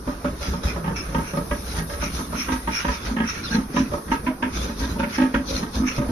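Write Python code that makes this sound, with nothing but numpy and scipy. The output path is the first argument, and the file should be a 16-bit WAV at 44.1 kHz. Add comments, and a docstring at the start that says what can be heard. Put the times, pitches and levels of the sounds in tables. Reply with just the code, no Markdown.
"""A sow roots and grunts in a straw-bedded wooden pen, close to a phone with two microphone ports.
Her grunts are a few slow throat pops ringing in chest, nose and mouth; shaped noise, roughened by random
fine clicks, makes her sniffs and snorts, and short tones whistle, hum and thump among them.
A deep flutter of low sines and rumble throbs under her breaths; a piglet squeals once in hoarse partials.
Low coloured noise is the barn; a high band of noise is partly steady and partly follows the breath level."""
import sys
import numpy as np
from scipy import signal
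from scipy.fft import rfft, irfft, next_fast_len
from scipy.io import wavfile
from scipy.ndimage import uniform_filter1d, map_coordinates

SR = 44100
rng = np.random.default_rng(int(sys.argv[2]) if len(sys.argv) > 2 else 0)


def to_wav(s):
    """Save 16-bit WAV."""
    ch = np.atleast_2d(s).T  # columns
    pcm = np.round(np.clip(ch, -1, 1) * 32767)  # PCM
    wavfile.write(sys.argv[1], SR, pcm.astype(np.int16))


N = 269451

# the sow's breaths: (strongest at [s], airflow [dB], rise [s], fall [s],
#                     whistle over airflow [dB], low mouth ring over airflow [dB])
BREATH_TABLE = [(.084, -46, 0.04, 0.31, -15, 3.5), (.255, -45, 0.013, 0.087, -20, 12.5),
                (.43, -34, 0.077, 0.27, -6, -0.5), (.53, -47, 0.14, 0.039, -15, 3),
                (0.637, -34.5, 0.0095, 0.15, -18, -2.5), (.7, -43, 0.098, 0.099, -5, 11.5),
                (.88, -50, 0.067, 0.031, -12, 11), (0.963, -39.5, 0.0088, 0.26, 7.5, 5.5),
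                (1.166, -47, 0.13, 0.077, 3, -9), (1.284, -46, 0.12, 0.2, 9.5, 9),
                (1.38, -44, 0.075, 0.11, -26, 2), (1.55, -47.5, 0.48, 0.43, 2, -17),
                (1.69, -38, 0.081, 0.21, -5, -2), (1.79, -33.5, 0.26, 0.051, -18, -5.5),
                (1.938, -36, 0.11, 0.075, -24, -22), (2.045, -37, 0.11, 0.15, 8, 5),
                (2.152, -33.5, .07, 0.22, -13, -5), (2.399, -36.5, 0.11, 0.22, 7, 6),
                (2.527, -37, 0.028, 0.18, -0.5, -8), (2.762, -33, 0.11, 0.2, 4, 5.5),
                (2.951, -37, 0.34, 0.16, -1, 0), (3.068, -36, 0.099, 0.14, -11, 1),
                (3.291, -37, 0.075, 0.33, 6, 5), (3.543, -35, 0.15, 0.11, 2, -3),
                (3.776, -38, 0.088, 0.19, 5.5, 3.5), (3.939, -46, 0.13, 0.19, 2.5, -9),
                (4.123, -42, 0.034, 0.12, 5.5, 10), (4.27, -48.5, 0.011, 0.083, -18, 19.5),
                (4.43, -53, 0.0094, 0.076, -20, 27), (4.55, -35.5, 0.042, 0.4, -4.5, -1.5),
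                (4.631, -32.5, 0.12, 0.086, -9, -5.5), (4.725, -62, 0.045, 0.022, -1, 14),
                (4.799, -31.5, 0.028, 0.17, -10.5, -14), (4.909, -39, 0.068, 0.1, -21, 1),
                (4.999, -41.5, 0.02, 0.051, -1, 13), (5.039, -52.5, 0.018, 0.053, -4, 25.5),
                (5.143, -35, 0.083, 0.25, -3, 3), (5.35, -41, 0.012, 0.056, -17, 15),
                (5.501, -32.5, 0.054, 0.24, -4, -24), (5.59, -32, 0.15, 0.08, -23, -3.5),
                (5.754, -32, 0.038, 0.11, -16, -6.5), (5.878, -39.5, 0.06, 0.26, 9.5, 7),
                (5.97, -36, 0.099, 0.07, -15, -1)]
# throbs of the deep flutter: (strongest at [s], level [dB], rise [s], fall [s], middle pitch [Hz])
THROB_TABLE = [(.08, -30.5, 0.084, 0.19, 52.7), (.31, -28.5, 0.18, 0.092, 56.44),
               (.43, -28, 0.054, 0.069, 60.7), (.49, -17.5, 0.013, 0.066, 61.9),
               (.66, -17.5, 0.031, 0.088, 61.6), (.78, -29, 0.15, 0.069, 55.4),
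               (.88, -34, 0.055, 0.31, 54.2), (1.22, -26.5, 0.18, 0.039, 54.9),
               (1.31, -41, 0.016, 0.12, 60.4), (1.4, -35.5, 0.26, 0.045, 56.3),
               (1.57, -32, 0.2, 0.083, 51.7), (1.68, -38, 0.058, 0.13, 53.6),
               (1.79, -22.5, 0.12, 0.084, 55.7), (1.92, -25.5, 0.035, 0.086, 55.8),
               (2.021, -25, 0.06, 0.1, 56.1), (2.19, -24.5, 0.11, 0.078, 56.7),
               (2.35, -30, 0.12, 0.03, 57.6), (2.53, -28, 0.11, 0.082, 56.8),
               (2.69, -27, 0.083, 0.069, 54.9), (2.9, -27.5, 0.14, 0.05, 50.6),
               (3.1, -25, 0.13, 0.069, 49.8), (3.23, -31, 0.22, 0.049, 53.4),
               (3.38, -35, 0.063, 0.053, 49.3), (3.61, -31.5, 0.15, 0.028, 54.3),
               (3.81, -27, 0.082, 0.05, 55.1), (3.95, -30, 0.087, 0.064, 56),
               (4.139, -29.5, 0.073, 0.038, 52.2), (4.25, -28, 0.023, 0.087, 55),
               (4.439, -31, 0.071, 0.065, 57.2), (4.621, -25.5, 0.16, 0.18, 62.1),
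               (4.801, -22.5, 0.017, 0.12, 60.94), (4.921, -22.5, 0.053, 0.099, 54.35),
               (5.05, -31, 0.12, 0.035, 56.8), (5.24, -31.5, 0.086, 0.028, 57.7),
               (5.36, -25.5, 0.037, 0.062, 54.35), (5.55, -25, 0.093, 0.18, 61.26),
               (5.77, -23.5, 0.036, 0.079, 59), (5.899, -41, 0.037, 0.051, 54.8),
               (6.1, -31, 0.25, 0.14, 51.7)]
BREATH_ROUND, THROB_ROUND = 1.09, 1.11  # 1 = pointed swell, 2 = rounded


def amp(db):
    """Amplitude of a level in dB."""
    return 10 ** (np.asarray(db) / 20)


def unit(x):
    """x scaled to an rms of 1."""
    return x / np.sqrt(np.mean(x ** 2) + 1e-20)


def along(points, hz):
    """Reads (frequency [Hz], value) points on a log frequency axis."""
    f, v = np.transpose(points)
    return np.interp(np.log(hz + 1), np.log(f + 1), v)


def curves(rows):
    """One value per sample for each column after the time."""
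    s, *cols = np.transpose(rows)
    return [np.interp(np.arange(N) / SR, s, c) for c in cols]


def wobble(rate):
    """A smooth random curve, rate knots a second."""
    knots = rng.standard_normal(int(N * rate / SR) + 4)
    return map_coordinates(knots, [np.arange(N) * rate / SR])


def swells(s, db, rise, fall, round_top):
    """The joint amplitude of swells that lose 20 dB in their rise and fall times."""
    grid = np.arange(0, N / SR + .002, .002)
    late = grid[:, None] - s
    drop_db = 20 * np.abs(late / np.where(late < 0, rise, fall)) ** round_top
    joint = np.linalg.norm(amp(db - drop_db), axis=1)
    return np.interp(np.arange(N) / SR, grid, joint)


def filtered(x, response):
    """x filtered by a complex response of frequency."""
    m = next_fast_len(N + SR // 2)
    return irfft(rfft(x, m) * response(np.fft.rfftfreq(m, 1 / SR)), m)[..., :N]


def modes(table):
    """Causal response of (centre [Hz], width [Hz], peak [dB]) resonances, alternating in sign."""
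    def response(f):
        total = 0
        for k, (centre, width, db) in enumerate(table):
            damping = 1j * f * width
            total = total + (-1) ** k * amp(db) * damping / (centre * centre - f * f + damping)
        return total
    return response


def air(response, patchy_db):
    """Two unrelated noises, of joint rms 1, that share a colour and patches of random gain."""
    z = signal.stft(rng.standard_normal((2, N)), nperseg=512)[2]
    field = uniform_filter1d(rng.standard_normal(z.shape[1:]), size=2, axis=0)
    field = uniform_filter1d(field, size=8, axis=1)
    patchy = signal.istft(z * amp(patchy_db * unit(field)), nperseg=512)[1][:, :N]
    return unit(filtered(patchy, response))


def at_ports(pair):
    """Mixes two unrelated signals into a left and right that are as alike as the ports hear them."""
    # likeness of the two microphone ports: (frequency [Hz], correlation [0 to 1])
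    likeness = [(60, 1), (130, 0.99), (280, 0.95), (500, 0.4), (620, 0.68), (800, 0.3), (1350, 0.4),
                (1900, 0.29), (3000, 0.29), (5000, 0.028), (7000, 0.038)]

    def mix(hz):
        turn = np.arccos(np.clip(along(likeness, hz), 0, 1)) / 2
        return np.array([np.cos(turn), np.sin(turn)])
    mid, side = filtered(pair, mix)
    return np.array([mid + side, mid - side])


def high_band():
    """Noise mostly above 8 kHz, unrelated between the ports: a steadier part and one following the breaths."""
    # steadier part: (time [s], level [dB])
    steady_level = [(0, -45), (.75, -45), (1.25, -39), (1.75, -37.5), (2.55, -37.5), (3.1, -46), (4.2, -41),
                    (4.4, -46), (5.2, -42), (5.45, -47.5), (6.11, -41.5)]
    # colour of the band: (frequency [Hz], relative level per Hz [dB])
    band_colour = [(7500, -21), (8600, 7.5), (9600, 15), (11000, 11.5), (12600, 8.5), (13300, -31)]
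    s, flow_db, rise, fall = np.transpose(BREATH_TABLE)[:4]
    following = swells(s, flow_db - 7, rise, fall, BREATH_ROUND)  # 7 dB under the airflow
    level = np.hypot(amp(curves(steady_level)[0]), following)
    return level * air(lambda f: amp(along(band_colour, f)), patchy_db=3.3)


def barn():
    """The background of the barn: coloured noise that drifts slowly and rises with the throbs."""
    # colour of the barn: (frequency [Hz], relative level per Hz [dB])
    barn_colour = [(20, -10), (50, 2.5), (110, -6.5), (200, -2), (310, -7), (450, -8), (720, -17),
                   (1290, -15.5), (2300, -33), (3080, -36.5), (5800, -26.5), (7000, -39.5)]
    # level before drift and rise: (time [s], level [dB])
    barn_level = [(0, -37), (1.0, -36.5), (2.2, -35.5), (3.0, -37), (3.8, -34.5), (4.7, -35.5),
                  (6.11, -35.5)]
    swell_db, wander_db = 6, 1.3  # most the throbs lift it, slow random drift
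    throbs = swells(*np.transpose(THROB_TABLE)[:4], THROB_ROUND)
    lift_db = swell_db * np.tanh(throbs / amp(-31))
    level_db = curves(barn_level)[0] + wander_db * wobble(4.14) + lift_db
    return amp(level_db) * at_ports(air(lambda f: amp(along(barn_colour, f)), patchy_db=2.5))


def pen(x):
    """The plank walls answer with a noise tail; each frequency dies at its own speed."""
    # echo of the pen: (frequency [Hz], time to fall 60 dB [s])
    decay = [(150, .2), (270, .12), (1000, .17), (5000, .1)]
    hz, t, z = signal.stft(rng.standard_normal((2, SR // 2)), SR, nperseg=256)
    dying = z * amp(-60 * t / along(decay, hz)[:, None])
    tail = signal.istft(dying, SR, nperseg=256)[1]
    tail = tail / np.linalg.norm(tail[0])
    delayed = np.pad(x, (300, 0))  # samples before the walls answer
    return at_ports(signal.fftconvolve(delayed[None], tail, axes=1)[:, :N])


def squeal():
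    """A piglet's hoarse squeal: four partials on one jittering pitch that dips and climbs back."""
    # path of the squeal: (time [s], middle pitch [Hz], level [dB])
    path = [(3.424, 1330, -60), (3.442, 1390, -35.5), (3.46, 1385, -35.5), (3.47, 1257, -39),
            (3.487, 1137, -40), (3.5, 1250, -47), (3.513, 1440, -34), (3.53, 1410, -44),
            (3.554, 1413, -32.5), (3.575, 1340, -61)]
    # its first four partials: (relative level [dB])
    partials_db = [-3.5, -13, 2.5, -1]
    jitter, clear = .013, 1.2  # relative pitch jitter, steady tone against its noisy flutter

    hz, db = curves(path)
    first, last = path[0][0], path[-1][0]
    sounding = np.abs(np.arange(N) / SR - (first + last) / 2) < (last - first) / 2
    phase = 2 * np.pi * np.cumsum(hz * (1 + jitter * wobble(400))) / SR
    pair = np.zeros((2, N))
    for voice, turn in zip(pair, (0, np.pi / 2)):
        for k, level in enumerate(partials_db, 1):
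            hoarse = clear + wobble(700)
            voice += amp(level) * hoarse * np.sin(k * phase + turn)
    return at_ports(sounding * amp(db) * pair)


def flutter():
    """A deep, unsteady throb with its overtones and a rumble, nearly the same on both ports."""
    # colour of the rumble: (frequency [Hz], relative level per Hz [dB])
    rumble_colour = [(20, -19), (40, -3.5), (60, 13.5), (95, 0), (150, -17), (300, -29), (600, -32)]
    s, db, rise, fall, pitch = np.transpose(THROB_TABLE)
    hz = np.interp(np.arange(N) / SR, s, pitch)
    phase = 2 * np.pi * np.cumsum(hz * (1 + 0.0692 * wobble(25))) / SR
    throb = np.sin(phase) + amp(-32.0) * np.sin(2 * phase) + amp(-16.0) * np.sin(3 * phase)
    throb = throb * amp(0.41 * wobble(35))
    rumble = air(lambda f: amp(along(rumble_colour, f)), patchy_db=2.5)
    side = amp(-27) * rumble[1] * [[1], [-1]]  # faint difference between left and right
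    return swells(s, db, rise, fall, THROB_ROUND) * (throb + amp(-2.5) * rumble[0] + side)


def short_tones():
    """Unsteady sine bursts: whistles in the breath, low hums, a thump and a grunt's ringing tail."""
    # short tones: (middle [s], half length [s], middle pitch [Hz], level before the flutter [dB])
    tones = [(0.692, 0.019, 2400, -33), (0.694, 0.031, 5250, -35.5), (0.992, 0.021, 2320, -38),
             (0.986, 0.043, 2610, -39), (0.992, 0.026, 5310, -30.5), (2.398, 0.023, 5490, -37),
             (2.409, 0.021, 5490, -30.5), (2.767, 0.045, 2360, -30.5), (2.77, 0.019, 5510, -32),
             (2.772, 0.046, 5510, -31), (3.29, 0.039, 2590, -35.5), (3.293, 0.024, 5590, -30),
             (3.138, 0.026, 238, -25.5), (4.912, 0.017, 4066, -38), (5.902, 0.032, 2640, -33.5),
             (3.309, 0.015, 1345, -38), (3.414, 0.058, 85.8, -37), (3.541, 0.022, 1606, -25),
             (4.308, 0.026, 622, -31), (5.872, 0.073, 1281, -34), (6.001, 0.027, 136, -24.5)]
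    waver = .016  # relative pitch spread
    out = np.zeros((2, N))
    drift = np.cumsum(1 + waver * np.array([wobble(90), wobble(110)]), axis=1) / SR
    hoarse = amp(4.5 * np.array([wobble(300), wobble(300)]))
    for s, half, hz, db in tones:
        at = np.arange(round((s - 2 * half) * SR), round((s + 2 * half) * SR))
        u = (at / SR - s) / half
        tone = np.sin(2 * np.pi * hz * drift[:, at])
        out[:, at] += amp(db) * np.exp(-u ** 4) * hoarse[:, at] * tone
    return at_ports(out)


def sniffs():
    """Snout noise roughened by fine clicks; some sniffs ring low in the mouth and whistle, others only rush."""
    # snout resonances: (centre [Hz], width [Hz], relative peak [dB])
    snout = [(3500, 600, 5), (4260, 700, 6), (5120, 600, 6.5), (6200, 500, 5)]
    # mouth resonances: (centre [Hz], width [Hz], relative peak [dB])
    mouth_modes = [(1324, 313, -2), (2216, 1010, -0.5), (2446, 643, 1.5)]
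    # whistle resonances, the response is squared: (centre [Hz], width before squaring [Hz],
    #                                               relative peak before squaring [dB])
    whistle_modes = [(2420, 510, 8), (5505, 420, 8.5), (6050, 700, 7.5)]
    # colour of the fine clicks: (frequency [Hz], relative level per Hz [dB])
    click_colour = [(1500, -6), (2600, -2), (4500, -4.5), (6500, -4), (9000, -13)]
    whistle_span = 0.46  # share of a breath, around its peak, in which it whistles
    clicks_per_s, clicks_db, spread_db = 400, -10, 5  # fine clicks; their level is over the airflow

    s, flow_db, rise, fall, whistle_db, mouth_db = np.transpose(BREATH_TABLE)

    def flow(db, span=1):
        """Airflow of all breaths, db over its tabled level."""
        return swells(s, flow_db + db, span * rise, span * fall, BREATH_ROUND)

    rush = flow(-1.5) * air(modes(snout), patchy_db=4.2)
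    mouth = flow(mouth_db) * air(modes(mouth_modes), patchy_db=3.5)
    whistle = air(lambda hz: modes(whistle_modes)(hz) ** 2, patchy_db=0)
    whistle = flow(whistle_db, whistle_span) * whistle
    ruffle = amp(1.3 * wobble(40) + 1.5 * wobble(400))

    clicking = rng.random((2, N)) < clicks_per_s / SR
    strength = amp(spread_db * rng.exponential(size=(2, N)).clip(0, 3))
    clicks = clicking * strength * rng.choice([-1, 1], (2, N))
    grain = unit(filtered(clicks, lambda hz: amp(along(click_colour, hz))))
    return at_ports(flow(clicks_db) * grain + ruffle * (rush + mouth + whistle))


def grunts():
    """Vocal-fold pops ring the throat, puff through it and thump the chest; weaker pops fall halfway."""
    # grunts: (start [s], first pop [dB], second pop over first [dB], nose ring [Hz], nose ring over pop [dB],
    #          mouth ring [Hz], mouth ring over pop [dB], brightness over pop [dB], chest [dB],
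    #          upper chest ring over lower [dB], chest swell a pop [dB],
    #          halfway pop in the chest [dB], halfway pop in the throat [dB])
    calls = [(0.076, -18.5, -9, 588, -9, 945, -14, -13, -13, 6, -9, -11, 0),
             (.247, -13.5, -8, 613, -8, 950, -38, -19, -12, 3, -11, -1, -19),
             (0.412, -29.5, -2.5, 582, -2.5, 910, -10, -23, -50, -3, 9, -3, -9),
             (.537, -18.5, -12, 567, -14, 950, -8, -30, -18.5, -6, 0, -10, -16),
             (.635, -19.5, -4, 582, -15.5, 918, -29, -32, -32.5, 14, 10, -4, -7),
             (.762, -18.5, -11, 595, -13.5, 970, -13, -11, -23, -16, 4, -5, -3),
             (.843, -20.5, 3, 550, -17, 915, -6, -5, -21, -35, 7.5, -10, -4),
             (1.091, -29.5, -1, 560, -7, 945, -17, -9, -22.5, -6, -5, -6, -2),
             (1.148, -13, -4.5, 550, -14.5, 935, -6, -7, -11.5, -0.5, 0, -5.5, -4.5),
             (1.337, -17.5, 3, 571, -9.5, 957, -13.5, -12, -16.5, -7, 5.5, -10, -7),
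             (1.513, -15.5, -12, 597, -8, 946, -10, -2, -19, -1, -7.5, 0, -5),
             (1.75, -27.5, 6.5, 598, -19, 940, -15, -0.5, -25, -8.5, 10, -5, -2),
             (1.899, -25.5, 0, 580, -8.5, 938, -14, 1, -51, -7, -4, -6, -12),
             (2.026, -16.5, -25, 604, -12, 959, -15, -12, -17, 0, -1, -14, -10),
             (2.189, -21.5, -14, 600, -22, 908, -9, -10, -19.5, -3, -18.5, 10, 6),
             (2.328, -17.5, -12, 617, -13, 945, -12, -15, -24, 12, 2.5, 2, -3),
             (2.486, -16, 1.3, 542, -17, 946, -6, -2.5, -16, 7.5, 4, -5, -5.5),
             (2.676, -14, -21, 603, -16.5, 934, -3, -3.5, -15, 2.5, -11.5, 5.5, 0.5),
             (2.848, -15, 2, 569, -15, 958, -5, -3, -15.5, -3, 1.5, -11, -18),
             (3.06, -30.5, 9.5, 574, -17, 954, -12, -11, -35, -8, 13.5, 3.5, -3),
             (3.167, -17.5, 3, 559, -21, 932, -12, 0, -16.5, -34, 7, -4.5, -4),
             (3.511, -29.5, 11, 508, -9.5, 908, -5.5, -0.5, -17.5, -22, 11, -6.5, -1),
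             (3.744, -26.5, -9, 562, -5, 964, -9, -8, -14.5, 7, -5, -9, -4),
             (3.766, -12, -13, 580, -13.5, 989, -6, -1.5, -7, 2, 2, -9, -19),
             (3.919, -21.5, -30, 617, -4.5, 930, -28, -10, -28, -1, -1.5, -3, -12),
             (3.937, -15, -8, 596, -8.5, 942, -10, -13, -33, -11, 3, -7, -21),
             (4.082, -29, -11, 584, -25, 936, -10, 1, -32, 4, .6, 7, -10),
             (4.118, -12.5, -13, 594, -24.5, 956, -0.5, -2, -11, 10.5, -12, -5, -5),
             (4.269, -21, -12, 633, -11.5, 990, 2.3, -0.5, -14, 17, -9, -0.5, -19),
             (4.427, -18, -11.5, 606, -12, 967, 1, 2, -16.5, 33, -0.5, -4.5, -19),
             (4.694, -25.5, -19, 599, -10, 924, -6.5, -3, -20, -19, -23, 2, -3),
             (4.785, -46, 17.5, 558, -11, 973, -3, 3, -30, 19, 9.5, 3, 8.5),
             (4.96, -32, -12, 580, -5, 930, 3, -21, -21, -13, 3, -7, -16),
             (4.997, -24, -1.5, 569, 0.5, 935, 3.5, -2, -13, -7, 6, -10, -35),
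             (5.183, -15, 1, 573, -10, 902, -8, -2, -12, 24, 5.5, -3.5, -4),
             (5.343, -15.5, -11.5, 566, -7, 972, -4.5, 1.5, -12, 22, -1.5, 1, -1.5),
             (5.489, -32.5, 3, 546, 3.5, 973, -19, -20, -34.5, 3, 10, 10.5, 0),
             (5.629, -20.5, -7, 540, -25, 939, -7, -3.5, -17, -23, -6, -11, -14),
             (5.747, -33, -6, 550, -7, 956, -3, -10.5, -24.5, -5, 11.5, 4, 2),
             (5.821, -30, -13, 558, -10, 952, -3, -4, -13.5, 12, -1, -0.5, -12),
             (5.982, -19, -1, 597, -7, 944, -11.5, -10, -16.5, -12, 0, 6, -31),
             (6.091, -31.5, -17, 541, -5, 908, 0, -0.5, -14, 18, 4.5, -6, -12)]
    # throat resonances of a puff: (centre [Hz], width [Hz], peak [dB])
    throat_modes = [(410, 89, 5.5), (840, 180, 1.5), (1080, 260, 1.5)]
    # bright resonances of a puff: (centre [Hz], width [Hz], peak [dB])
    bite_modes = [(2110, 220, -6.5), (2830, 530, -8.5), (3320, 400, -11)]
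    # throat rings: (middle pitch [Hz], time to fall 60 dB [s])
    throat_rings = [(1280, .06), (1640, .055), (1920, .045)]
    # rise of the nose, mouth and three throat rings: (time constant [s])
    ring_attack = [.0015, .005, .002, .003, .002]
    # the two top throat rings: (level over the brightness [dB])
    bright_rings_db = [-11, -13.5]
    # lower chest ring: (time [s], middle pitch [Hz])
    low_chest = [(0, 175), (1.3, 176.7), (2.05, 165), (2.17, 207), (2.6, 198), (3.15, 227.2), (3.5, 215.2),
                 (4.3, 215.4), (4.7, 230), (5.5, 205), (6.11, 239.6)]
    # upper chest ring: (time [s], middle pitch [Hz])
    high_chest = [(0.0, 254), (0.73, 250.5), (0.94, 245), (1.0, 252), (1.97, 251.7), (2.04, 254.2),
                  (3.62, 249.4), (4.37, 260.6), (4.99, 253.7), (5.41, 258.8), (5.67, 252.3), (6.11, 255.5)]
    # lower and upper chest ring: (time to fall 60 dB [s])
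    chest_t60 = [.04, .04]
    nose_t60, mouth_t60, puff_t60 = 0.055, .044, .04  # s to fall 60 dB
    hold, ring_hold = 1.5, 2.4  # power of time: a ring holds longer than a puff, then stops
    attack, chest_rise = .002, 0.0053  # s
    pop_gap, lead = .036, 0.003004  # s between strong pops; s a pop starts before it is heard
    opening, opening_s = .1, .006  # rings start this share flat and rise as the mouth opens
    detune, rasp_depth = .017, .35  # pitch spread from pop to pop, throb of a ring
    puff_db, snap_db = 2.5, 8.5  # ragged puff over the pop; snap as the folds part
    third_ring_db = -13.5  # lowest throat ring over the pop
    chest_peak_db, chest_fade_db = 5.5, 4  # thump peak over mean; breath runs out, with pop number squared

    puffs = np.zeros((2, 2, N + SR))  # (throat or bright, port, sample)
    throat, chest = np.zeros((2, N + SR)), np.zeros(N + SR)
    t = np.arange(SR // 15) / SR
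    rest_hz, rest_t60 = np.transpose(throat_rings)
    ring_t60 = np.append([nose_t60, mouth_t60], rest_t60)[:, None, None]
    quarter = np.array([[0], [-np.pi / 2]])  # keeps a ring equally strong on both ports

    ring_rise = 1 - np.exp(-t / np.reshape(ring_attack, (5, 1, 1)))
    ring_shape = amp(-60 * (t / ring_t60) ** ring_hold) * ring_rise
    puff_shape = amp(-60 * (t / puff_t60) ** hold) * (1 - np.exp(-t / attack))
    thump_rise = 1 - np.exp(-(t / chest_rise) ** 2)
    thump_shape = amp(-60 * (t / np.reshape(chest_t60, (2, 1))) ** hold) * thump_rise
    snap_at = round(attack * SR)
    puff_shape[snap_at] *= amp(snap_db)
    glide = t + opening * opening_s * np.exp(-t / opening_s)

    ends = [row[0] for row in calls[1:]] + [N / SR]
    for call, end in zip(calls, ends):
        s, db, second_db, nose_hz, nose_db, mouth_hz, mouth_db, bite_db = call[:8]
        chest_db, upper_db, swell_db, weak_chest_db, weak_db = call[8:]
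        rings_db = [nose_db, mouth_db, third_ring_db, *np.add(bite_db, bright_rings_db)]
        rings_hz = np.append([nose_hz, mouth_hz], rest_hz)[:, None, None]
        chest_hz = np.array([[np.interp(s, *np.transpose(path))] for path in (low_chest, high_chest)])
        chest_hz = chest_hz * (1 + detune * rng.standard_normal((2, 1)))
        upper_share = 1 / (1 + amp(-upper_db))
        for half in range(8):
            k, weak = half / 2, half % 2  # pop number; 1 for a halfway pop
            start = s + k * pop_gap - lead
            if start > end - .012:  # the next grunt is due
                continue
            at = slice(round(start * SR), round(start * SR) + len(t))
            noise = rng.standard_normal((2, 2, len(t)))
            noise[..., snap_at] = 2.5  # the snap itself
            scatter = rng.standard_normal((3, 5, 2, 1))

            closing_db = -9 * max(k - 1, 0)  # after the second pop the mouth closes
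            pop_db = db + min(k, 1) * second_db + closing_db + weak * weak_db
            puff_levels = amp(pop_db + np.array([puff_db, bite_db + 10.0]))[:, None, None]
            puffs[..., at] += puff_levels * noise * puff_shape

            pitch = rings_hz * (1 + detune * scatter[0, :, :1])
            # the wet throat never rings evenly
            rasp_hz = 70 * (1 + 0.16 * scatter[2, :, 1:])
            rasp = 1 + rasp_depth * np.cos(2 * np.pi * rasp_hz * t + 3 * scatter[1, :, 1:])
            turn = 3 * scatter[1, :, :1] + quarter * np.sign(scatter[2, :, :1])
            rings = np.sin(2 * np.pi * pitch * glide + turn) * rasp * ring_shape
            throat[:, at] += (amp(pop_db + np.reshape(rings_db, (5, 1, 1))) * rings).sum(axis=0)

            # each pop jolts the chest ring partly out of step
            thump_hz = chest_hz * (1 + .5 * detune * scatter[1, :2, 1])
            thump_phase = 2 * np.pi * thump_hz * (t + k * pop_gap) + scatter[0, 0, 1]
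            lower, upper = np.sin(thump_phase) * thump_shape
            level_db = chest_db + swell_db * k - chest_fade_db * k * k + weak * weak_chest_db
            thump = (1 - upper_share) * lower + upper_share * upper
            chest[at] += amp(level_db + chest_peak_db) * thump
    throat_puffs = filtered(puffs[0, :, :N], modes(throat_modes))
    bright_puffs = filtered(puffs[1, :, :N], modes(bite_modes))
    return at_ports(throat[:, :N] + throat_puffs + bright_puffs) + chest[:N]


def scene():
    """The sow close by, the pen answering her grunts, the piglet and the background."""
    voice = grunts()
    answer = amp(-6.5) * pen(voice.mean(axis=0))
    background = high_band() + barn()
    return background + answer + squeal() + flutter() + short_tones() + sniffs() + voice


def record(dry):
    """The two ports differ in arrival time and colour; in the bass they match."""
    # balance of the ports: (frequency [Hz], left over right before the bass is evened out [dB])
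    balance = [(300, -2.5), (700, -1.5), (1400, -6.5), (2300, -2), (3800, 0.5), (6100, 2.5), (7000, 0.5),
               (8800, -2.5), (10700, 7), (12500, 1.5)]
    # overall colour, a narrow gap near 8 kHz: (frequency [Hz], gain [dB])
    colour = [(6500, -1), (7000, -1.5), (7500, -14.5), (8100, -17), (8600, -5), (9000, -6)]
    lag, lag_from_hz = 24, 1183  # samples by which left leads; below this pitch the ports move together
    bass_hz, top_hz = 250, 13300  # the balance evens out below the first; nothing passes above the second

    def ports(hz):
        early = 2 * np.pi * hz * lag / SR / (1 + (lag_from_hz / (hz + 1)) ** 20)
        tilt = along(balance, hz) / 2 / (1 + (bass_hz / (hz + 1)) ** 2)
        gain = amp(along(colour, hz) + np.array([tilt, -tilt])) * (hz < top_hz)
        return gain * np.exp(.5j * np.array([early, -early]))
    return filtered(dry, ports)


dry = scene()
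out = record(dry)
to_wav(out)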